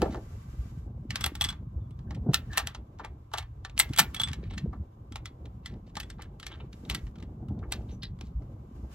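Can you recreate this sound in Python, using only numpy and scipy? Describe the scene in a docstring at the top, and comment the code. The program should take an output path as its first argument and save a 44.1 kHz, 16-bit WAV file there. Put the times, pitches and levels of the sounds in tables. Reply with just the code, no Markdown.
"""A puff of wind and a light knock come first; then brass cartridges are pressed into the steel magazine
of a rifle lying in a rest on a wooden bench, outdoors. Each contact is a burst of shaped noise with
decaying sines for action, stock and brass; scrapes and scuffs are filtered noise.
Wind is lumpy low noise with sagging sine puffs on the microphone's two ports; the open country is a faint
hiss, and a far bird is one gliding sine."""
import sys
import numpy as np
from scipy import signal
from scipy.fft import rfft, irfft, next_fast_len
from scipy.io import wavfile
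from scipy.ndimage import uniform_filter1d, map_coordinates

SR = 44100
rng = np.random.default_rng(int(sys.argv[2]) if len(sys.argv) > 2 else 0)


def convert_level_to_amplitude(level_db):
    """Map a level in decibels to its linear amplitude factor."""
    exponent = np.asarray(level_db, float) / 20
    return 10 ** exponent


def unload_audio(sound):
    """Save the sound as a 16-bit wav file, at the path given as the first command line argument."""
    columns = np.transpose(np.atleast_2d(sound))
    # keep every value between -1 and 1, then stretch to whole-number steps
    steps = np.round(np.clip(columns, -1, 1) * 32767)
    wavfile.write(sys.argv[1], SR, steps.astype(np.int16))


N = 394254

# modes of the steel action and magazine: pitch_hz, level_db, t60_s
ACTION_MODES = [(1350, -3, .03), (1580, -6, .035), (1775, -3, .035), (2000, -2, .04), (2200, -4, .035),
                (2330, -6, .03), (2700, -6, .025), (3000, -7, .025), (3700, -4, .025), (3950, -4, .022),
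                (4400, -6, .022), (5500, -9, .02), (6400, -10, .02)]
# modes of the stock and bench under a blow: pitch_hz, level_db, t60_s
STOCK_MODES = [(840, -3, .03), (1180, -.5, .035)]


def unit(x):
    """Scaled to rms 1."""
    return x / np.sqrt(np.mean(x ** 2) + 1e-20)


def along(points, hz):
    """Interpolates (Hz, value) points on a log frequency axis."""
    f, v = np.transpose(points)
    return np.interp(np.log(hz + 1), np.log(f + 1), v)


def curves(rows):
    """One value per sample for each column after the time."""
    s, *cols = np.transpose(rows)
    return [np.interp(np.arange(N) / SR, s, c) for c in cols]


def wobble(rate):
    """A smooth random curve with rate knots a second."""
    knots = rng.standard_normal(int(N * rate / SR) + 4)
    return map_coordinates(knots, [np.arange(N) * rate / SR])


def filtered(x, response):
    """x times a complex response of frequency."""
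    n = x.shape[-1]
    m = next_fast_len(n + 8192)
    return irfft(rfft(x, m) * response(np.fft.rfftfreq(m, 1 / SR)), m)[..., :n]


def coloured(x, spectrum):
    """x shaped by a spectrum in dB, rms 1."""
    return unit(filtered(x, lambda hz: convert_level_to_amplitude(along(spectrum, hz))))


def lay(times, shapes):
    """Rows of shapes summed at their times."""
    at = np.round(np.asarray(times) * SR).astype(int)[:, None] + np.arange(shapes.shape[1])
    return np.bincount(at.ravel(), shapes.ravel(), N + SR)[:N]


def rung(modes, t, count, scatter_db, detune):
    """One row per blow: each mode decays as a sine of new strength, phase and slightly new pitch."""
    out = np.zeros((count, len(t)))
    for hz, db, t60 in modes:
        draw = rng.standard_normal((count, 3))
        phase = 2 * np.pi * hz * (1 + detune * draw[:, :1]) * t + 2 * draw[:, 1:2]
        out += convert_level_to_amplitude(db + scatter_db * draw[:, 2:] - 60 * t / t60) * np.sin(phase)
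    return out


def country():
    """Far hiss whose level drifts slightly, only partly alike at the two ports."""
    # hiss of the open country: pitch_hz, relative_level_db_per_hz
    far_colour = [(120, -29.5), (200, -18.5), (451, -22.5), (562, -7), (997, -3.5), (1940, -39.5),
                  (5970, -45.5), (8330, -49.5), (9300, -62.5), (12000, -35), (16500, -60.5)]
    # far noise at the two ports: pitch_hz, likeness (limited to -1..1 below)
    likeness = [(60, 0.81), (130, 0.99), (290, 0.9), (640, -2.7), (1410, 0.94), (3100, -0.49), (6820, 0.4),
                (15000, -0.03)]
    level_db = -63.5

    def split(hz):
        turn = np.arccos(np.clip(along(likeness, hz), -1, 1)) / 2
        return convert_level_to_amplitude(along(far_colour, hz)) * [np.cos(turn), np.sin(turn)]

    mid, side = filtered(rng.standard_normal((2, N)), split)
    return convert_level_to_amplitude(level_db + 1.4 * wobble(1.7)) * unit(np.array([mid + side, mid - side]))


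def wind():
    """Eddies over the ports: lumpy low noise, rasping higher up in gusts, with single puffs."""
    # wind on the microphone: time_s, rumble_db, flutter_db, rasp_db
    wind_levels = [(0.0, -34.5, -37.5, -45.5), (0.22, -40.5, -55, -61), (0.94, -40.5, -48.5, -58.5),
                   (1.29, -40, -47.5, -60.5), (1.89, -40.5, -49, -62.5), (2.29, -39, -49, -58.5),
                   (2.96, -47.5, -57.5, -59.5), (3.44, -40.5, -63, -63), (3.81, -45, -58.5, -60.5),
                   (4.03, -39, -48.5, -56), (4.66, -40, -43, -59.5), (4.88, -45, -56, -59.5),
                   (5.88, -44, -51.5, -59.5), (6.57, -46, -57.5, -57), (6.94, -46, -47.5, -62.5),
                   (7.3, -43, -49, -57), (7.47, -42, -47.5, -61.5), (7.67, -40, -50, -54),
                   (8.09, -40, -47, -59.5), (8.94, -45, -55.5, -58.5)]
    # gusts on top of it: peak_s, half_width_s (to 1/e), flutter_rise_db, rasp_rise_db
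    gust_list = [(0.031, 0.012, 2, 19), (.14, 0.098, 4, 12.5), (1.27, 0.046, 1.5, 12),
                 (2.16, 0.078, 11.5, 5.5), (2.286, 0.039, 18, 25), (3.02, 0.022, 7, 11),
                 (3.908, 0.011, 23.5, 6.5), (4.01, 0.038, 8, 6), (4.315, .012, 16, 7),
                 (4.646, 0.011, 14.5, 0), (4.81, .025, 13.5, 3.5), (5.43, 0.036, 3, 8.5),
                 (5.57, 0.015, 11, 0), (5.75, 0.033, 10.5, 6.5), (6.63, 0.047, 6, 5),
                 (6.93, 0.084, 7.5, 12), (7.43, 0.031, 7, 12.5), (7.52, 0.028, 9.5, 7),
                 (7.6, 0.064, 12.5, 12.5), (7.7, 0.062, -3, 3.5), (7.82, .05, 9.5, 7),
                 (7.949, 0.021, 11.5, 7), (8.84, .03, 12.5, 8)]
    # strong puffs on the microphone: start_s, level_db, starting_pitch_hz
    puff_list = [(.017, -22.5, 215), (.585, -26, 67), (.72, -36.5, 127), (.768, -33.5, 101), (.96, -35, 72),
                 (1.125, -36, 208), (1.26, -30, 70), (1.416, -29.5, 85), (1.669, -30.5, 139.5),
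                 (1.756, -26.5, 78.4), (1.817, -28, 110.5), (1.983, -40, 141.5), (2.1, -31, 70.3),
                 (2.2, -34, 70.5), (2.264, -24.5, 276), (2.289, -13, 157), (2.35, -43, 66.5),
                 (2.475, -34, 116), (2.78, -35.5, 66.7), (3.904, -36, 129), (4.001, -26.5, 174),
                 (4.075, -30.5, 74.8), (4.211, -34, 129), (4.287, -28, 90), (4.46, -32.5, 106),
                 (4.636, -26, 136.6), (4.675, -25, 70), (4.798, -25.5, 86), (5.42, -37.5, 70.4),
                 (5.742, -38, 153), (6.37, -40, 108), (6.627, -32.5, 130.8), (6.9, -26.5, 65.4),
                 (7.03, -26.5, 59.2), (7.369, -35, 126), (7.42, -39.5, 142), (7.52, -31.5, 74.5),
                 (7.61, -32.5, 91), (8.029, -38.5, 100), (8.35, -24, 61.9), (8.712, -37.5, 265),
                 (8.83, -30, 70.5)]
    # noise spectra of the three layers: pitch_hz, relative_level_db_per_hz
    rumble_colour = [(15, -38.5), (26, -7.5), (59, 3), (75, 0), (130, -3.5), (170, -31.5), (290, -120)]
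    flutter_colour = [(53, -30), (90, -6.5), (220, -7), (332, -24.5), (421, -30), (450, -35.5),
                      (580, -66.5), (990, -120)]
    rasp_colour = [(180, -34), (300, -0.5), (621, -12), (829, -14.5), (1230, -36.5), (1500, -33.5),
                   (1950, -75), (3300, -120)]
    swell_db, swells_per_s = 1, 11  # the deep rumble swells and sags at random
    # small random puffs: level over the calm flutter, pitch spread in log units
    eddies_per_s, eddy_hz, eddy_spread, eddy_db, eddy_scatter_db = 30, 184, .4, 6, 5
    puff_cycles = 0.84  # cycles to the peak of a puff's envelope

    deep_db, flutter_db, rasp_db = curves(wind_levels)
    calm_db = flutter_db
    for s, width, flutter_up_db, rasp_up_db in gust_list:
        gust = np.exp(-((np.arange(N) / SR - s) / width) ** 2)
        flutter_db = flutter_db + flutter_up_db * gust
        rasp_db = rasp_db + rasp_up_db * gust

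    eddy = wobble(22)  # one lumpiness shared by all three layers
    deep_lumps = convert_level_to_amplitude(1.9 * eddy + swell_db * wobble(swells_per_s))
    flutter_lumps = convert_level_to_amplitude(1.5 * eddy + 1.1 * wobble(40))
    rasp_lumps = convert_level_to_amplitude(3.0 * eddy + 3 * wobble(90))
    deep = coloured(deep_lumps * rng.standard_normal(N), rumble_colour)
    flutter = coloured(flutter_lumps * rng.standard_normal(N), flutter_colour)
    rasp = coloured(rasp_lumps * rng.standard_normal(N), rasp_colour)

    draw = rng.standard_normal((270, 2))
    at = (np.arange(len(draw)) + rng.random(len(draw))) / eddies_per_s
    small_db = calm_db[np.minimum(at * SR, N - 1).astype(int)] + eddy_db + eddy_scatter_db * draw[:, 0]
    small = np.c_[at, small_db, eddy_hz * np.exp(eddy_spread * draw[:, 1])]
    s, db, hz = (c[:, None] for c in np.r_[puff_list, small].T)
    turns = hz * np.arange(SR // 12) / SR
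    swing = np.sin(2 * np.pi * turns * (1 - 0.031 * turns))  # pitch sags
    puff = convert_level_to_amplitude(db) * swing * turns / puff_cycles * np.exp(1 - turns / puff_cycles)
    return convert_level_to_amplitude(deep_db) * deep + convert_level_to_amplitude(flutter_db) * flutter + convert_level_to_amplitude(rasp_db) * rasp + lay(s[:, 0], puff)


def bird():
    """A thin far whistle, falling twice: one sine with gliding pitch and unsteady level."""
    # bird whistle: time_s, pitch_hz, level_db
    whistle = [(1.79, 3704, -96), (1.81, 3535, -81.5), (1.86, 3384, -83.5), (1.88, 3395, -89),
               (1.9, 3713, -88), (1.92, 3520, -78), (1.96, 3390, -88), (1.98, 3406, -97)]
    hz, db = curves(whistle)
    return convert_level_to_amplitude(db + 2.5 * wobble(62)) * np.sin(2 * np.pi * np.cumsum(hz) / SR)


def yard(x):
    """Scattered answer of bench and ground: decaying noise, different at each port."""
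    # decay of the answer: pitch_hz, t60_s
    yard_decay = [(500, 0.16), (2000, 0.18), (8000, 0.04), (15000, 0.16)]
    hz, t, z = signal.stft(rng.standard_normal((2, SR // 3)), SR, nperseg=256)
    fading = z * convert_level_to_amplitude(-60 * t / along(yard_decay, hz)[:, None])
    tail = signal.istft(fading, SR, nperseg=256)[1]
    late = np.pad(x, (130, 0))[None]  # 130 samples, about 3 ms
    return signal.fftconvolve(late, tail / np.linalg.norm(tail[0]), axes=1)[:, :N]


def body(hz):
    """Response of the rifle to rubbing: a resonant peak at each mode of stock and action."""
    peaks = 0
    for centre, db, t60 in [*STOCK_MODES, *ACTION_MODES]:
        loss = 1j * hz * np.log(1000) / (np.pi * t60)
        peaks = peaks + convert_level_to_amplitude(db) * loss / (centre * centre - hz * hz + loss)
    return 1 + convert_level_to_amplitude(6) * peaks


def slide():
    """Cloth, skin and metal rubbing: a soft hiss from all around, unlike at the two ports."""
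    # strokes of sleeve, hand or case: start_s, length_s, scrape_db, fizz_db
    stroke_list = [(0, 0.1, -58, -68), (0.08, 0.63, -66.5, -71.5), (.72, .07, -69, -74),
                   (.81, .05, -75, -80), (1.16, 0.087, -50.5, -69), (1.3, 0.13, -66, -76),
                   (1.433, 0.075, -51.5, -67), (2.38, 0.14, -68, -78), (2.564, 0.026, -47, -81),
                   (2.62, 0.091, -59.5, -78), (3.813, 0.3, -65, -70), (4.167, 0.13, -53, -71),
                   (4.305, 0.36, -69, -81), (6.017, .12, -73, -81), (6.553, 0.1, -69.5, -84),
                   (6.739, 0.34, -70, -75), (6.913, 0.029, -54.5, -77), (7.703, 0.24, -72, -78),
                   (8.405, 0.33, -76.5, -84.5), (8.758, .15, -72.5, -78), (8.93, 0.017, -59.5, -65)]
    # scrape, fizz, and the fizz as a difference between the ports: pitch_hz, relative_level_db_per_hz
    scrape_colour = [(530, -39.5), (900, -6.5), (1110, 2), (1450, -4), (1560, 3), (1690, -5.5),
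                     (2600, -6.5), (3360, -7.5), (5500, -23.5), (7150, -45.5), (12100, -120)]
    fizz_colour = [(2650, -32.5), (4500, -2), (7340, 0), (8730, -8.5), (9270, -30.5), (9470, -19),
                   (10200, -6.5), (12600, -5), (15800, -22.5), (16500, -31)]
    fizz_apart_colour = [(2650, -33), (4500, -6), (10200, -9), (11300, -18), (11900, -31.5), (12800, -15),
                         (14900, -9.5), (16000, -16), (16500, -39.5)]
    rise_db_per_s, fall_db_per_s = 347, 252.5  # before and after a stroke
    t = np.arange(N) / SR
    scrape, fizz = convert_level_to_amplitude(-79), convert_level_to_amplitude(-87.5)  # the hands are never quite still
    for s, length, scrape_db, fizz_db in stroke_list:
        before, after = np.maximum(s - t, 0), np.maximum(t - s - length, 0)
        stroke = convert_level_to_amplitude(-rise_db_per_s * before - fall_db_per_s * after)
        scrape = np.maximum(scrape, convert_level_to_amplitude(scrape_db) * stroke)
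        fizz = np.maximum(fizz, convert_level_to_amplitude(fizz_db) * stroke)
    low, low_apart, high, high_apart = rng.standard_normal((4, N)) * convert_level_to_amplitude(1.1 * wobble(30))
    mid = scrape * coloured(filtered(low, body), scrape_colour) + fizz * coloured(high, fizz_colour)
    scrape_side = convert_level_to_amplitude(-1.1) * scrape * coloured(low_apart, scrape_colour)
    fizz_side = convert_level_to_amplitude(1.5) * fizz * coloured(high_apart, fizz_apart_colour)
    side = scrape_side + fizz_side
    return np.array([mid + side, mid - side])


def scuffs_and_rasp():
    """Each burst is grainy noise in a band coloured by the rifle, swelling and fading over its length."""
    # short bursts of band noise: scuffs of a case or finger, and a low rasp of wind at the start:
    # start_s, level_db, length_s, centre_hz, width (log units)
    burst_list = [(0.035, -30.5, 0.043, 503, 0.47), (0.103, -52.5, 0.056, 3000, 1),
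                  (0.125, -51, 0.023, 1130, 0.74), (2.072, -66.5, 0.066, 1600, 0.12),
                  (2.312, -59, 0.038, 2480, 1), (2.495, -46.5, 0.13, 1706, 0.071),
                  (2.505, -56, 0.12, 3930, 0.99), (2.991, -54, 0.03, 1090, 1),
                  (3.032, -47.5, 0.028, 1200, 1), (3.344, -48, 0.078, 1500, 1),
                  (3.762, -54, 0.042, 3020, 1), (3.923, -46, 0.053, 2300, 0.55),
                  (4.423, -59.5, .053, 2410, 0.62), (4.496, -53, 0.051, 2930, 0.46),
                  (4.725, -58.5, 0.024, 1200, 0.86), (5.26, -53.5, 0.02, 3900, 0.17),
                  (5.631, -60.5, 0.1, 1970, 1), (5.863, -66.5, 0.04, 3010, 0.85),
                  (6.181, -58, 0.074, 1480, 0.89), (6.495, -53.5, 0.07, 1416, 1),
                  (6.51, -51.5, 0.032, 3250, 0.17), (6.597, -55.5, 0.02, 2800, .3),
                  (6.893, -43, 0.031, 3000, 0.95), (7.627, -47.5, 0.019, 1150, 0.57),
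                  (7.71, -43.5, 0.039, 3200, 0.83), (7.885, -59, 0.042, 3200, 0.49),
                  (7.905, -66, .05, 6000, .07), (8.225, -66, .06, 4000, .8), (8.02, -42, 0.037, 3930, 0.27),
                  (8.021, -51, 0.029, 1800, 0.14)]
    s, db, length, hz, width = (c[:, None] for c in np.transpose(burst_list))
    t = np.arange(SR // 4) / SR
    smooth = uniform_filter1d(rng.standard_normal((len(s), len(t))), size=120)
    grain = convert_level_to_amplitude(4.5 * smooth * np.sqrt(120))
    bell = lambda f: body(f) * np.exp(-(np.log((f + 1) / hz) / width) ** 2)
    band = filtered(grain * rng.standard_normal(grain.shape), bell)
    band = band / band.std(1, keepdims=True)
    return lay(s[:, 0], convert_level_to_amplitude(db) * band * (1 - np.exp(-t / (0.1 * length))) / (1 + (t / length) ** 6))


def contacts():
    """A crunch of noise, the action, the stock and the brass, mixed by where the blow lands."""
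    # contacts: start_s, level_db, knock_db, case_ring and hardness (both weighted into dB below)
    contact_list = [(0.018, -25.5, 1.5, -24, -19), (0.056, -45.5, 9.5, -20, -26),
                    (0.145, -47, 14, -20, -35), (.1684, -57.5, 13, -20, -26),
                    (1.1052, -23.5, -24.5, -17.5, -27), (1.1565, -21, -19, -20.5, -20.5),
                    (1.2085, -22.5, -19.5, -7, -21), (1.2398, -17, -16, -9, -17.5),
                    (1.2611, -18, -17, -26.5, -12.5), (1.3521, -29.5, -15, -12, -17.5),
                    (1.4103, -17.5, -12, -4.5, -18.5), (1.418, -19, -18.5, -6, -17),
                    (1.4402, -25, -27, -0.5, -11), (1.4459, -17, -23, -11, -23.5),
                    (1.487, -24.5, -21, -4.5, -24), (1.5022, -31, -14.5, -11, -22.5),
                    (1.5254, -39, -7.5, -22, -41), (1.907, -57.5, -8, -6, -17),
                    (1.9894, -52.5, -5.5, -23, -34), (2.1073, -36, -4, -27, -33),
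                    (2.147, -38, -25, -27, -32), (2.3336, -26, -6, -22.5, -19),
                    (2.3421, -9.5, -24.5, -30.5, -15.5), (2.5306, -33, -9, -17.5, -26.5),
                    (2.5735, -14.5, -11.5, -33.5, -11.5), (2.5788, -12.5, -12.5, -20.5, -17.5),
                    (2.5957, -27, -4, -20, -19.5), (2.6705, -23, -16, -14, -20.5),
                    (2.7473, -30.5, -11, -31, -33), (2.987, -48, -15, -25, -34.5),
                    (2.9951, -42, 9.5, -25, -40.5), (3.047, -35, -3, -18, -25),
                    (3.315, -50.5, 1.5, -25.5, -31.5), (3.336, -22, -3, -13.5, -23),
                    (3.374, -31.5, -13, -21.5, -19.5), (3.3818, -20, -12, -16, -21),
                    (3.425, -44, -5.5, -22, -25.5), (3.6486, -30, -13, -22, -36),
                    (3.696, -42, -9.5, -13.5, -38), (3.7775, -29, -15.5, -25, -15.5),
                    (3.7907, -21.5, -16.5, -12, -3.5), (3.7978, -5, -23, -17, -15),
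                    (3.8911, -48, -11, -8, -20.5), (3.934, -29.5, -25, -19.5, -21.5),
                    (3.9618, -30, -16.5, -7.5, -15), (3.9754, -22.5, -20.5, -6.5, -13),
                    (3.985, -9, -13, -24.5, -16), (3.9909, -2, -17, -26.5, -13),
                    (3.9979, -9.5, -23.5, -16, -7), (4.145, -25, -30, -16, -15.5),
                    (4.1629, -29.5, -17, -0.5, -24), (4.1982, -23, -10.5, -3, -24.5),
                    (4.2142, -22.5, -19, -18.5, -14.5), (4.234, -22, -27, -1, -30.5),
                    (4.2737, -31, -15.5, -9, -32), (4.2844, -28.5, -16.5, -11, -28.5),
                    (4.3142, -39, -17.5, -30, -34.5), (4.3309, -26, -19, -14, -26.5),
                    (4.5073, -43, -5, -11, -33.5), (4.5353, -44.5, -3.5, -5, -38),
                    (4.5781, -24, -28, -26, -34), (4.7307, -57, 18, -29, -31),
                    (5.1214, -40.5, -14, -7.5, -24), (5.1571, -29.5, -10.5, -21, -21.5),
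                    (5.2562, -29.5, -21, -10.5, -26), (5.4545, -46.5, -8.5, -16, -29.5),
                    (5.659, -27, -25, -15, -25.5), (5.9533, -33, -21, -21.5, -26.5),
                    (5.9678, -25.5, -7.5, -11, -29), (6, -26, -20, -18, -18), (6.0302, -36.5, -18, -7, -31),
                    (6.1006, -31, -29, -23, -26.5), (6.193, -58, 14, -24, -35),
                    (6.2195, -35, -22, -14, -21), (6.3984, -37.5, -23, -12, -21),
                    (6.4289, -27.5, -24, -23, -42), (6.4654, -25.5, -25, -17, -22.5),
                    (6.5174, -47.5, -2, -13.5, -29), (6.6021, -54.5, 9.5, -21.5, -43),
                    (6.7278, -42, -26, -24, -28), (6.8498, -44, -24, -30, -40),
                    (6.8982, -20.5, -20, -10, -19.5), (6.91, -30.5, -9, -16.5, -26),
                    (6.947, -20.5, -26, -24, -15), (6.99, -48, -14, -22.5, -29),
                    (7.0668, -46, -8, -22, -31), (7.1557, -47.5, -9, -20, -35), (7.183, -48, -13, -23, -35),
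                    (7.2, -46.5, -10, -21.5, -33), (7.2247, -41.5, -12, -20, -31),
                    (7.4842, -52, -4, -12, -21), (7.5896, -49.5, -10, -22, -37),
                    (7.7207, -21, -14.5, -17, -16), (7.8174, -57, -16, -15, -31),
                    (8.0309, -33, -17, -22, -21), (8.1881, -54, -4, -20, -27),
                    (8.2096, -37, -11.5, -22, -27), (8.4203, -58, -3, -24, -36)]
    # crack, sizzle of thin steel lips, thud in stock and bench: pitch_hz, relative_level_db_per_hz
    crack_colour = [(500, -28.5), (1200, -7), (3000, 6.5), (6000, -1), (9000, -5.5), (12000, -23),
                    (17000, -39)]
    sizzle_colour = [(6000, -26), (9000, -1), (11500, 3.5), (14000, -14), (16000, -11.5), (17500, -30)]
    thud_colour = [(200, -30), (450, -11), (850, 0), (1200, -4), (1800, -13), (3000, -48)]
    # modes of the brass case, body and neck: pitch_hz, level_db, t60_s
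    case_modes = [(3375, -.5, .08), (3450, -8, .05), (8035, -14, .09)]
    neck_modes = [(8025, -21, .1), (8135, -.5, .02)]
    rise_s = 0.00091  # a contact builds up over this time
    onset_s, onset_db = 0.0036, -24.5  # a faint noise swells for a few milliseconds before each contact
    soft_hz, hardness_per_octave = 40000, 15  # crack corner at hardness 0, an octave lower per 15 below

    s, db, knock_db, case_ring, hardness = (c[:, None] for c in np.transpose(contact_list))
    t = np.arange(SR // 8) / SR
    n = len(s)
    noise = lambda: rng.standard_normal((n, len(t)))
    crunch = lambda colour: coloured(noise(), colour)

    snap = convert_level_to_amplitude(-60 * t / 0.024) + convert_level_to_amplitude(-17 - 60 * t / 0.1)  # the snap, then chatter of loose parts
    # a contact is a quick run of uneven small touches
    snap = snap * convert_level_to_amplitude(4 * unit(uniform_filter1d(noise(), size=50)) - 2.0)
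    corner_hz = soft_hz * 2 ** (hardness / hardness_per_octave)
    crack = filtered(crunch(crack_colour), lambda f: 1 / (1 + (f / corner_hz) ** 2))
    sizzle_fade = convert_level_to_amplitude(-60 * t / 0.013) + convert_level_to_amplitude(-26 - 60 * t / 0.045)
    sizzle = convert_level_to_amplitude(hardness + 11.0) * crunch(sizzle_colour) * sizzle_fade
    action = convert_level_to_amplitude(-15.5) * rung(ACTION_MODES, t, count=n, scatter_db=5, detune=.025)
    thud = convert_level_to_amplitude(knock_db - 60 * t / 0.068) * unit(filtered(crunch(thud_colour), body))
    stock = convert_level_to_amplitude(knock_db - 9) * rung(STOCK_MODES, t, count=n, scatter_db=0.5, detune=0.014)
    blow = convert_level_to_amplitude(-3.0) * crack * snap + sizzle + action + thud + stock

    # brass rings only where it is free: strong contacts on it ring much more than weak ones
    case = convert_level_to_amplitude(1.8 * case_ring + 4.5) * rung(case_modes, t, count=n, scatter_db=-3.3, detune=0.0094)
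    neck_db = 1.1 * hardness + 0.37 * case_ring + 15.5
    neck = convert_level_to_amplitude(neck_db) * rung(neck_modes, t, count=n, scatter_db=4.5, detune=0.0016)
    rattle = convert_level_to_amplitude(0.93 * unit(uniform_filter1d(noise(), size=130)))  # a loose case buzzes on its seat
    # seconds until the next touch or the thumb damps it
    free = np.minimum(np.diff(s, axis=0, append=N / SR), .03)
    brass = (case + neck) * rattle * np.exp(-np.maximum(t - free, 0) / .012)

    early = t[:SR // 60]
    onset_noise = (crunch(crack_colour) + convert_level_to_amplitude(hardness + 11) * crunch(sizzle_colour))[:, :len(early)]
    onset_noise = convert_level_to_amplitude(db + onset_db) * onset_noise * np.exp((early - early[-1]) / onset_s)
    hit = convert_level_to_amplitude(db) * (blow + brass) * (1 - np.exp(-(t / rise_s) ** 2))
    return lay(s[:, 0] - early[-1], onset_noise) + lay(s[:, 0], hit)


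def ports(x):
    """A near source reaches the two ports with a lag and shading that change with pitch."""
    # phase between the ports: pitch_hz, left_lead_radians
    port_lead = [(0, -6.5), (520, 1.18), (1120, 0.76), (2410, -1.76), (3360, -1), (4820, -1.55),
                 (5860, -1.5), (7750, -1.5), (9250, -3), (10500, -4.5), (12000, -0.5), (13200, -7.5),
                 (14700, -9.5), (16500, -14.5)]
    # level between the ports: pitch_hz, left_minus_right_db
    port_lean = [(60, 0.5), (110, 0), (200, -1.5), (380, 0.0), (700, 0), (1290, 2), (2380, -0.5),
                 (4400, -0.5), (8120, 3), (15000, -2.5)]
    sign = np.array([[.5], [-.5]])
    lead = lambda hz: np.interp(hz, *np.transpose(port_lead))
    return filtered(x, lambda hz: convert_level_to_amplitude(sign * along(port_lean, hz)) * np.exp(1j * sign * lead(hz)))


def scene():
    """Rifle near, country far, wind on both ports alike."""
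    rifle = contacts() + scuffs_and_rasp()
    near = rifle + convert_level_to_amplitude(-12.0) * yard(rifle)[0] + bird()
    # a second draw of contact noise, opposite in sign at the two ports, widens the sound
    widening = convert_level_to_amplitude(-13.5) * contacts() * [[1], [-1]]
    return ports(near) + widening + convert_level_to_amplitude(-20.5) * yard(rifle) + slide() + country() + wind()


def top_cut(x):
    """Nothing passes above the cut-off."""
    return signal.sosfilt(signal.butter(12, 16640, fs=SR, output="sos"), x)


def record(dry):
    """The recorder clips softly, cuts the lowest bass and the top treble, and sums the bass to mono."""
    top_hz, bass_hz, mono_hz = 16500, 32, 330
    soft = .9 * dry / (1 + np.abs(dry) ** 8) ** (1 / 8)
    soft = filtered(soft, lambda hz: (hz < top_hz) / (1 + (bass_hz / (hz + 1)) ** 6))
    mid = soft.mean(0)
    side = filtered(soft[0] - mid, lambda hz: 1 / (1 + (mono_hz / (hz + 1)) ** 12))
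    return top_cut(np.array([mid + side, mid - side]))


dry = scene()
out = record(dry)
unload_audio(out)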